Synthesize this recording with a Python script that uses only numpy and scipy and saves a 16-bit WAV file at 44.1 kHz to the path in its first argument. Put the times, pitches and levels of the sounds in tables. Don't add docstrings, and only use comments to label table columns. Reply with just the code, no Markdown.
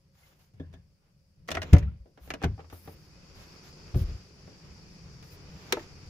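import sys
import numpy as np
from scipy import signal
from scipy.io import wavfile
from scipy.ndimage import uniform_filter1d

SR = 44100
rng = np.random.default_rng(int(sys.argv[2]) if len(sys.argv) > 2 else 0)


def inscribe(sig):
    pcm = np.round(np.clip(np.atleast_2d(sig).T, -1, 1) * 32767)
    wavfile.write(sys.argv[1], SR, pcm.astype(np.int16))


def undo_db(level):
    steps = np.asarray(level, float) / 20
    return 10 ** steps


N = 268569

# frequency in Hz, left-right correlation from -1 to 1.
LIKENESS = [(60, 0.86), (150, 0.94), (380, 0.81), (950, 0.21), (2380, -0.052), (5980, 0.055), (15000, 0.2)]


def evened(x):
    return x / np.sqrt(np.mean(x ** 2) + 1e-20)


def read(points, hz):
    f, value = np.transpose(points)
    return np.interp(np.log(hz + 1), np.log(f + 1), value)


def add(mix, s, sound):
    part = mix[:, round(s * SR):][:, :sound.shape[1]]
    part += sound[:, :part.shape[1]]


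def wash(spectrum, level_db, patchy_db, flicker_db, balance_db, size=512):
    hop = size // 4
    frames, hz = N // hop + 5, np.fft.rfftfreq(size, 1 / SR)
    a, b, c, d, patches = rng.standard_normal((frames, len(hz), 5)).T
    patches = uniform_filter1d(patches, size=6, axis=0)
    patches = evened(uniform_filter1d(patches, size=16, axis=1))
    flicker = evened(uniform_filter1d(rng.standard_normal(frames), size=6))
    same = np.clip(read(LIKENESS, hz), -1, 1)[:, None]
    left = a + 1j * b
    right = same * left + np.sqrt(1 - same ** 2) * (c + 1j * d)
    z = np.array([left, right])
    z *= undo_db(read(spectrum, hz)[:, None] + patchy_db * patches + flicker_db * flicker)
    x = signal.istft(z, nperseg=size, noverlap=size - hop)[1][:, :N]
    return x / np.std(x.mean(0)) * undo_db(level_db + balance_db * np.array([[.5], [-.5]]))


def door_opening():
    # time in seconds, opening from 0 shut to 1 wide.
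    swing_path = [(0, 0.053), (1.7, 0), (2.0, 0.061), (2.24, 0.2), (2.56, 0.55), (2.88, 0.7), (3.26, 0.89),
                  (3.53, 1.08), (4.1, 1.07), (4.3, 0.89), (4.8, 0.99), (5.68, 0.99), (5.82, 1.06),
                  (6.09, 1.03)]
    return np.interp(np.arange(N) / SR, *np.transpose(swing_path))


def shaking():
    # start in seconds, hold in seconds, shake in dB, buzz in dB against the shake.
    jolts = [(0.262, 0.025, -74.5, 4), (0.552, 0.17, -51, -21), (1.358, 0.079, -57, -22),
             (1.49, 0.23, -43.5, -28), (1.605, 0.066, -61, 9), (1.759, 0.047, -36, -21),
             (2.224, 0.065, -52.5, -16), (2.334, 0.21, -55, -16), (2.382, 0.018, -60.5, 5),
             (2.828, 0.043, -52.5, -8.5), (3.326, 0.18, -62, -5), (3.84, 0.19, -58, -2.5),
             (4.05, 0.037, -53, -6), (4.614, 0.075, -49.5, -15.5), (5.303, 0.22, -49, -12),
             (5.6, .18, -56, 1), (4.393, 0.058, -55, -11.5), (5.0, .1, -55, -20), (5.9, .2, -53, -14),
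             (0.758, 0.069, -66, -30), (1.0, 0.042, -81.5, 4.5)]
    rise_s, fall_db_per_s = 0.036, 129
    t, shake, buzz = np.arange(N) / SR, 0, 0
    for start, hold, db, buzz_db in jolts:
        since = t - start - rise_s
        fade = undo_db(db - fall_db_per_s * np.maximum(since - hold, 0))
        jolt = np.clip(1 + since / rise_s, 0, 1) * fade
        shake, buzz = np.hypot(shake, jolt), np.hypot(buzz, undo_db(buzz_db) * jolt)
    return shake, buzz


def rumble_and_street(opening):
    # frequency in Hz, level in dB per Hz.
    rumble_spectrum = [(12, -40), (20, -11.5), (81, 5.5), (118, -5), (155, 3.5), (204, -5.5), (226, -21.5),
                       (300, -20), (390, -57), (660, -120)]
    street_spectrum = [(130, -39), (220, -1.5), (393, 0.5), (528, -4), (590, -8.5), (1250, -10),
                       (1750, -12.5), (2000, -12), (2440, -10.5), (3530, -19), (4200, -22.5), (5460, -77),
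                       (9240, -120)]
    shake, buzz = shaking()
    rumble = wash(rumble_spectrum, 0, patchy_db=1.5, flicker_db=1.0, balance_db=0.7, size=2048)
    street = wash(street_spectrum, 0, patchy_db=.9, flicker_db=.9, balance_db=-1.6, size=1024)
    rumble_gain = np.hypot(undo_db(-65.5 + 12 * opening), shake)
    street_gain = np.hypot(undo_db(-81 + 21.5 * opening), buzz)
    return rumble * rumble_gain + street * street_gain


def cicadas(opening):
    # frequency in Hz, level in dB per Hz.
    chorus_spectrum = [(2240, -43), (3800, -13.5), (3990, -17.5), (4510, -2.5), (4850, -0.5), (5800, -6),
                       (6370, -13), (7040, -12.5), (8000, -25.5), (10400, -42), (17600, -120)]
    return wash(chorus_spectrum, -83 + 20.5 * opening, patchy_db=.9, flicker_db=0.67, balance_db=3.7)


def cricket(opening):
    # frequency in Hz, level in dB per Hz.
    cricket_spectrum = [(2150, -60), (2380, -11), (2500, 0), (2620, -14), (2900, -60)]
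    return wash(cricket_spectrum, -100 + 23 * opening, patchy_db=3.5, flicker_db=2.5, balance_db=0.6)


def hum(opening):
    # frequency in Hz, level in dB per Hz.
    hum_spectrum = [(400, -120), (480, -27.5), (515, -9), (545, 2), (580, -13.5), (640, -21), (800, -120)]
    return wash(hum_spectrum, -82 + 3 * opening, patchy_db=4, flicker_db=0.5, balance_db=4.5, size=2048)


def rustle(opening):
    # start in seconds, end in seconds, level in dB, rise in seconds, part under 8 kHz in dB.
    strokes = [(0.11, 0.29, -76, .11, 6), (0.303, .36, -84, .03, 4), (0.385, .43, -80, .011, 4.5),
               (1.575, 1.6, -80, .01, 6), (1.63, 1.72, -80, .01, 15.5), (2.19, 2.3, -67, .062, 1),
               (2.707, 2.738, -75, .003, 6), (2.724, 2.929, -65.5, .0044, -8),
               (2.724, 2.787, -72, .004, -20), (2.952, 3.06, -78, .017, -14),
               (3.343, 3.43, -72.5, 0.026, 10.5), (3.45, 3.534, -78, .02, 2), (3.623, 3.68, -74, .022, 12),
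               (3.86, 3.93, -85, .02, -6), (3.945, 4.017, -60, .023, 1.5), (4.03, 4.13, -81, .01, 9),
               (5.234, 5.31, -73, .01, 0), (5.298, 5.35, -68, .03, -1), (5.44, 5.69, -76.5, 0.2, 16),
               (5.75, 5.82, -75.5, .01, 16)]
    # frequency in Hz, level in dB per Hz.
    hiss_spectrum = [(7400, -88.5), (8000, -19), (8600, -12), (10500, -1), (12500, -1), (14500, 0),
                     (15500, -2), (15950, -88)]
    air_spectrum = [(4470, -28.5), (7600, -7.5), (9090, -6), (11300, -6.5), (12100, -5.5), (13100, -12),
                    (15700, -26)]
    scuff_spectrum = [(200, -53), (600, 5), (2000, 0), (4000, -2), (7300, -5), (7900, -27), (8400, -78)]
    floor_db = -92.5 + 11 * opening
    t, bright, dull = np.arange(N) / SR, 0, undo_db(floor_db + 2.5)
    for start, end, db, rise, dull_db in strokes:
        fall = 0.029 * undo_db(.8 * max(-68 - db, 0))
        angle = np.interp(t, [start, start + rise, end, end + fall], [0, np.pi / 2, np.pi / 2, 0])
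        stroke = undo_db(db) * np.sin(angle) ** 1.5
        bright, dull = bright + stroke, dull + undo_db(dull_db) * stroke
    hiss = wash(hiss_spectrum, 0, patchy_db=2.5, flicker_db=1.5, balance_db=2.5)
    air = wash(air_spectrum, 0, patchy_db=.9, flicker_db=.9, balance_db=7.5)
    scuff = wash(scuff_spectrum, 0, patchy_db=1.5, flicker_db=1.0, balance_db=-0.5, size=256)
    return air * (undo_db(floor_db) + undo_db(-15) * bright) + bright * hiss + dull * scuff


def rise_of(hz):
    return 0.0054 * (100 / hz) ** 0.32


def blow(hz, db, t60, rise, swing, lag=0.18):
    t = np.arange(round(.6 * SR)) / SR
    pace = 50 * max(hz / 200, 1) ** .6
    loose = np.minimum(t * pace / 3, 1) ** 2 * min(hz / 260, 1)
    drift = rng.standard_normal((300, 2))
    swell, slip = (np.interp(t * pace, np.arange(300), d) * loose for d in drift.T)
    shape = undo_db(db - 60 * t / t60 + 4 * swell) * (1 - np.exp(-(t / rise) ** 2))
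    delay = np.array([[0], [lag]]) * max(hz / 200, 1)
    turn = 2 * np.pi * hz * t + 1.45 * slip - delay
    return np.sign(swing) * shape * np.sin(turn) * undo_db(np.array([[.7], [-.7]]))


def knocked(table, lag=.2, quick=1):
    out = np.zeros((2, N))
    for s, part, db, hard_db in table:
        for hz, mode_db, t60 in part:
            level_db = db + mode_db + hard_db * np.log2(hz / 400)
            add(out, s, blow(hz, level_db, t60, quick * rise_of(hz), 1, lag))
    return out


def knocks():
    # frequency in Hz, level in dB, t60 in seconds.
    HANDLE = [(155.4, -5, 0.17), (266.5, -0.5, 0.102), (396, -10, 0.095), (1060, -36, 0.24),
              (1710, -28, 0.23), (3540, -31, .14)]
    LEVER = [(648, -0.5, 0.06), (1440, -10.5, 0.11), (1930, -8, 0.068), (2250, -21, .069)]
    ARMREST = [(81.8, 0, 0.35), (117.2, -2, .16), (165, 1, .12), (373, -18, .11), (472, -19, .13)]
    FRAME = [(88, 1.5, 0.25), (573, -18, 0.15), (801, -3.5, 0.081), (1226, -6.5, 0.063)]
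    CHECK_STRAP = [(181, -3, 0.2), (273, -3, 0.1), (324, -12, 0.17), (362.5, -1, 0.12), (523, -19, 0.26),
                   (640, -18, 0.18)]
    GRIP = [(384.7, 1, 0.083), (500, -1, .088), (994, -14.5, 0.073), (1520, -15, 0.041),
            (3940, -5.5, 0.056)]
    SPRING = [(1350, 0, 0.11)]
    ROD = [(2097, -0.5, .1), (2600, -8, .06)]
    # start in seconds, part struck, level in dB, hardness in dB per octave.
    knock_events = [(.599, HANDLE, -30.5, 0.5), (.736, HANDLE, -43, 4), (1.552, LEVER, -29.5, -3),
                    (1.57, LEVER, -26.5, 2.0), (1.8, GRIP, -44, -6), (1.875, SPRING, -52, 0.5),
                    (2.338, LEVER, -42, -1), (2.438, ARMREST, -18, 0), (2.587, FRAME, -49, 3),
                    (2.727, FRAME, -40.5, -0.5), (2.874, FRAME, -43.5, -1), (3.953, CHECK_STRAP, -26, -0.5),
                    (4.012, CHECK_STRAP, -37, -4), (5.7245, GRIP, -19.5, 0), (5.7685, GRIP, -44, -2.5),
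                    (.232, ROD, -56, 0), (1.515, LEVER, -38, -6), (1.735, ROD, -36.5, -0.5),
                    (2.304, ROD, -40, -0.5), (5.726, ROD, -28, -1), (1.826, ROD, -54, -1)]
    return knocked(knock_events)


def booms():
    # start in seconds, frequency in Hz, level in dB, t60 in seconds, first swing (1 out, -1 in).
    boom_events = [(.535, 112, -46, .24, 1), (.595, 85, -36.5, 0.59, 1), (1.51, 83.4, -38, .99, 1),
                   (1.828, 67, -15, .13, 1), (1.86, 73.6, -24, 0.25, 1), (1.999, 60.4, -33, 0.15, 1),
                   (2.209, 64.6, -44, 0.52, 1), (3.939, 80.6, -17, 0.14, 1), (3.957, 115, -9.5, 0.09, 1),
                   (3.986, 56.5, -25.5, 0.26, 1), (4.01, 78.4, -12, .1, -1), (4.032, 42.3, -23, 0.22, 1),
                   (3.945, 45, -22.5, 0.28, 1), (4.08, 64, -24, 0.17, -1), (4.113, 54, -28, .11, 1),
                   (5.323, 88, -39.5, 0.17, 1), (1.561, 87, -27.5, .25, 1)]
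    out = np.zeros((2, N))
    for s, hz, db, t60, swing in boom_events:
        add(out, s, blow(hz, db, t60, rise_of(hz), swing))
    return out


def click(peak_db, body_db, edge_db, ring, part_hz, count=140):
    # frequency in Hz, level of a mode in dB.
    trim_db = [(250, 5), (450, 9), (700, 9), (1000, 2), (1600, 2), (2500, 2), (4000, 2), (6500, 5.5),
               (7800, -1), (9000, 0), (15800, -0.5)]
    # frequency in Hz, t60 in seconds.
    ring_times = [(250, 0.15), (700, 0.11), (2000, 0.083), (5000, 0.068), (15000, 0.045)]
    # frequency in Hz, left over right in dB.
    lean_db = [(60, 1.0), (150, 1), (380, 0.5), (950, 1.5), (2380, -4), (5980, 7), (15000, 0)]
    place, phase, skew = rng.random((count, 3)).T
    hz = 250 + 15550 * ((np.arange(count) + place) / count) ** 1.9
    tilt = [(600, body_db), (1100, 0), (2600, 0.24 * (edge_db + 22)), (11000, edge_db + 7)]
    colour_db = read(trim_db, hz) + read(tilt, hz)
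    colour_db += 4.2 * np.exp(-(np.log2(hz / part_hz) / 0.25) ** 2)
    t = np.arange(round(.11 * SR)) / SR
    pole = 2j * np.pi * hz - np.log(1000) / (max(ring, .2) * read(ring_times, hz))
    speed = 55 * undo_db(0.22 * (edge_db + 18.0)) * np.sqrt(hz)[:, None]
    rise = (1 - np.exp(-t * speed)) ** 2
    apart = np.sqrt(1 - np.clip(read(LIKENESS, hz), 0, 1))
    phases = 2 * np.pi * np.array([0.73 * phase, 0.64 * phase + apart * (skew - .5)])
    gains = undo_db(peak_db - 17.5 + colour_db + read(lean_db, hz) * np.array([[.5], [-.5]]))
    return ((gains * np.exp(1j * phases)) @ (np.exp(pole[:, None] * t) * rise)).imag


def door_clicks():
    # start in seconds, peak in dB, weight in dB, edge in dB.
    FINGERS = [(.5364, -73, 7, -11), (.5971, -56, 12.5, -27), (.7278, -60, -5, -21),
               (.7368, -57.5, -1.5, -18), (2.0562, -66.5, 11, -30.5), (2.1741, -52, -2, -31)]
    LINKAGE = [(1.476, -56, -6, -12), (1.4823, -47, -11, -10), (1.487, -30.5, -4, -24),
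               (1.5049, -36.5, 4, -14.5), (1.515, -29.5, -34, -16), (1.5429, -32, -7, -32),
               (1.5502, -28.5, -6.5, -22), (1.5697, -23, -9.5, -41), (1.578, -39.5, 0, -28),
               (1.6176, -30.5, -14, -23.5), (1.6286, -35, -3.5, -19.5)]
    PAWL = [(1.7283, -31, 0, -33), (1.732, -25, -5, -15.5), (1.7454, -29.5, 3, -34),
            (1.7653, -30.5, -22, -33), (1.7827, -41.5, -13, -12.5), (1.7994, -62, 4, -27),
            (1.8262, -51, -5.5, -27)]
    SNAP_BACK = [(2.2751, -53.5, 3.5, -22), (2.3036, -28, -10.5, -25), (2.3378, -32.5, -2, -23.5),
                 (2.4252, -41, -1, -18), (2.4161, -39, -3, -36), (2.4356, -25.5, -0.5, -32),
                 (2.4405, -26, -5, -23)]
    SEAL = [(2.5781, -56, 2, -40), (2.591, -45, -1, -45), (2.6018, -49, -18, -31), (2.6428, -55, -3, -38),
            (2.6991, -50.5, -9, -19), (2.7255, -49.5, 1.5, -32), (2.8745, -50.5, 6, -21),
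            (3.9437, -43.5, 5, -25), (4.4734, -55.5, 6, -27), (5.2258, -52, -4.5, -16)]
    STUD = [(5.7237, -17.5, -13.5, -17.5), (1.5152, -31, -18, -16)]
    CLASP = [(5.7236, -21.5, -14, -11.5), (5.7684, -35, -3, -43), (5.7935, -41, -33, -29)]
    # clicks of the part, ring factor, strongest ring in Hz.
    clicking_parts = [(FINGERS, 0.73, 1460), (LINKAGE, 0.64, 1900), (PAWL, 0.76, 1950),
                      (SNAP_BACK, 0.67, 1560), (SEAL, 0.71, 1230), (CLASP, 0.51, 2000), (STUD, 0.6, 3600)]
    out = np.zeros((2, N))
    for rows, ring, part_hz in clicking_parts:
        for s, db, body_db, edge_db in rows:
            damped = ring * undo_db(-0.1675 * (db + 31.5))
            add(out, s, click(db, body_db, edge_db, damped, part_hz))
    return out


def cabin(x):
    taps = rng.choice([-1., 1.], (3, 9000)) * (rng.random((3, 9000)) < .05)
    t = np.arange(9000) / SR
    dull = signal.lfilter([.1], [1, -.9], taps[2] + 0.39 * taps[:2])
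    tail = dull * undo_db(-60 * t / 0.18) + 0.6 * taps[:2] * undo_db(-60 * t / 0.098)
    tail = tail * (t > .003)
    return signal.fftconvolve(x, tail / np.linalg.norm(tail[0]), axes=1)[:, :N]


def rattles():
    # frequency in Hz, level in dB, t60 in seconds.
    STRIKER = [(457, -3, .13), (574, -5.5, .16), (734, -8, .1), (950, -14, 0.14), (1179, -19.5, .12),
               (1335, -16.5, 0.085), (1475, -23.5, .14), (2100, -11, .06), (3020, -16, .05)]
    SKIN = [(257, -5, 0.16), (382, -3, .14), (454, -11, .11), (664, -8, .07), (834, -4.5, .07),
            (1100, -12, 0.055), (1490, -13, .06), (2132, -17, 0.083), (2433, -17, .07), (3085, -19, .06),
            (3381, -24, 0.069)]
    CATCH = [(690, -4.5, 0.047), (1312, -2, 0.046), (1620, -5, .04), (1944, -7, .07), (2124, -1, 0.03),
             (3200, -19.5, 0.069)]
    HOOK = [(431, -5, 0.087), (738, -8, .06), (1810, 0, 0.028), (2020, -3, .035), (2300, -2.5, 0.033),
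            (2710, -6, 0.046), (6380, -11, .025)]
    CABLE = [(631, -0.5, 0.077), (2500, -4, .045), (2890, -4, .05), (3540, -8, .05), (4080, -11, .04),
             (5450, -9, .04)]
    POCKET = [(341, -4.5, 0.11), (452, 0, 0.055), (604, -2, 0.072), (900, -3.5, 0.055), (1305, -7, .045),
              (1717, -12, .05)]
    TAB = [(301, -3, 0.095), (446, -3, .07), (790, 0, .06), (1157, -5.5, 0.04), (1800, -9, .03)]
    PIN = [(1900, 0, .025), (2310, -4, .022)]
    BEZEL = [(643, 1, .14), (1715, -1.5, 0.15), (3300, -4, .07), (3544, -2.5, .08)]
    # start in seconds, part, level in dB, hardness in dB per octave.
    rattle_events = [(1.487, CATCH, -37, 0), (1.5147, CABLE, -32.5, 1), (1.55, CABLE, -34, 0),
                     (1.569, CATCH, -28, 0), (1.576, CATCH, -31, -1), (1.6178, CABLE, -35, 1),
                     (1.629, CABLE, -43, 1), (1.733, STRIKER, -22, 1), (1.766, STRIKER, -36.5, 3),
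                     (1.8265, PIN, -41.5, 0), (2.174, TAB, -57, 1), (2.274, TAB, -56, 1),
                     (2.304, HOOK, -33, 0.5), (2.312, HOOK, -36, -0.5), (2.338, CABLE, -38, -0.5),
                     (2.417, TAB, -36, 0), (2.425, CABLE, -43, -0.5), (2.4395, SKIN, -26, 0),
                     (2.452, SKIN, -36, 2.5), (2.578, TAB, -47, -1), (2.592, TAB, -44, 0),
                     (2.642, TAB, -52.5, -0.5), (2.725, TAB, -43.5, 1), (2.876, TAB, -39.5, -1.5),
                     (3.943, TAB, -46, 0), (5.7695, POCKET, -27.5, 0), (5.794, PIN, -42, 0.5),
                     (5.7245, PIN, -28, -0.5), (.598, BEZEL, -57, 0), (.737, BEZEL, -58, 0)]
    return knocked(rattle_events, lag=0.081, quick=0.33)


def ticks():
    # start in seconds, peak in dB, frequency in Hz, t60 in seconds.
    tick_events = [(1.488, -27, 2200, .02), (1.516, -26, 5500, .012), (1.552, -31, 3300, .015),
                   (1.57, -36, 6000, .02), (1.6185, -27, 3000, .01), (1.629, -40, 9000, .015),
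                   (1.733, -32, 12000, .02), (1.767, -40, 6000, .015), (1.8275, -44, 2100, .012),
                   (2.305, -16, 2100, .016), (2.338, -27, 2400, .012), (2.436, -22, 1600, .016),
                   (2.876, -33, 700, .02), (5.7235, -22, 12500, .025), (5.7235, -19, 5800, .035),
                   (5.707, -48, 600, .04), (5.784, -36, 600, .03), (.737, -50, 1710, .06),
                   (1.581, -30, 1500, .03), (2.648, -54, 800, .05), (2.32, -38, 400, .05),
                   (1.735, -18, 350, .05), (2.44, -26, 200, .05), (2.728, -40, 1200, .02)]
    out, t = np.zeros((2, N)), np.arange(2000) / SR
    for s, db, hz, t60 in tick_events:
        spread = rng.standard_normal((8, 2))
        mode_hz = np.minimum(hz * 2 ** (.35 * spread[:, :1]), 15500)
        turn = 2 * np.pi * mode_hz * t
        skew = .8 * spread[:, 1:] * min(hz / 2000, 1)
        pair = np.array([np.sin(turn).mean(0), np.sin(turn + skew).mean(0)])
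        add(out, s, pair * undo_db(db - 60 * t / t60) * np.minimum(t / .0003, 1))
    return out


def rebounds():
    # frequency in Hz, level in dB, t60 in seconds.
    DOOR = [(58, -4, .2), (80, 0, .2), (106, 0, .18), (128, -4, .12), (160, -4, .1), (205, -10, .12)]
    # start in seconds, part, level in dB, hardness in dB per octave.
    rebound_events = [(1.757, DOOR, -23, -3), (1.792, DOOR, -34, 1), (1.893, DOOR, -34, 1),
                      (2.48, DOOR, -27, -1), (2.5, DOOR, -31, -1), (2.53, DOOR, -44, -1),
                      (3.98, DOOR, -27, 1), (4.002, DOOR, -36, 3), (4.115, DOOR, -36, -3),
                      (.74, DOOR, -48, 1)]
    return knocked(rebound_events)


def thump():
    # start in seconds, frequency in Hz, level in dB, t60 in seconds, rise in seconds.
    thump_modes = [(1.724, 83, -19, 0.35, 0.0061), (1.727, 81.2, 8, 0.08, 0.0092),
                   (1.726, 104, -2.5, 0.2, 0.0058), (1.7246, 169.7, -3, 0.093, 0.011),
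                   (1.7298, 273.3, -23.5, 0.2, 0.004), (1.7393, 100.4, 6, 0.059, 0.0024),
                   (1.7336, 320, -16, 0.083, 0.0012)]
    out = np.zeros((2, N))
    for s, hz, db, t60, rise in thump_modes:
        add(out, s, blow(hz, db, t60, rise, -1))
    return out


def scene():
    opening = door_opening()
    beds = rumble_and_street(opening) + cicadas(opening) + cricket(opening) + hum(opening)
    clicks = door_clicks()
    clicks = clicks + undo_db(-14.5) * cabin(clicks)
    blows = knocks() + booms() + rattles() + ticks() + rebounds() + thump()
    return beds + rustle(opening) + clicks + blows


def roll_off(x):
    return signal.sosfilt(signal.butter(12, 16980, fs=SR, output="sos"), x)


def record(dry):
    dry = dry + undo_db(-87.5) * rng.standard_normal(dry.shape)
    band_limit = signal.firwin(301, 15760, window=("kaiser", 5), fs=SR)
    dry = signal.oaconvolve(dry, band_limit[None], "same")
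    return roll_off(1.325 * np.tanh(dry / 1.41))


dry = scene()
out = record(dry)
inscribe(out)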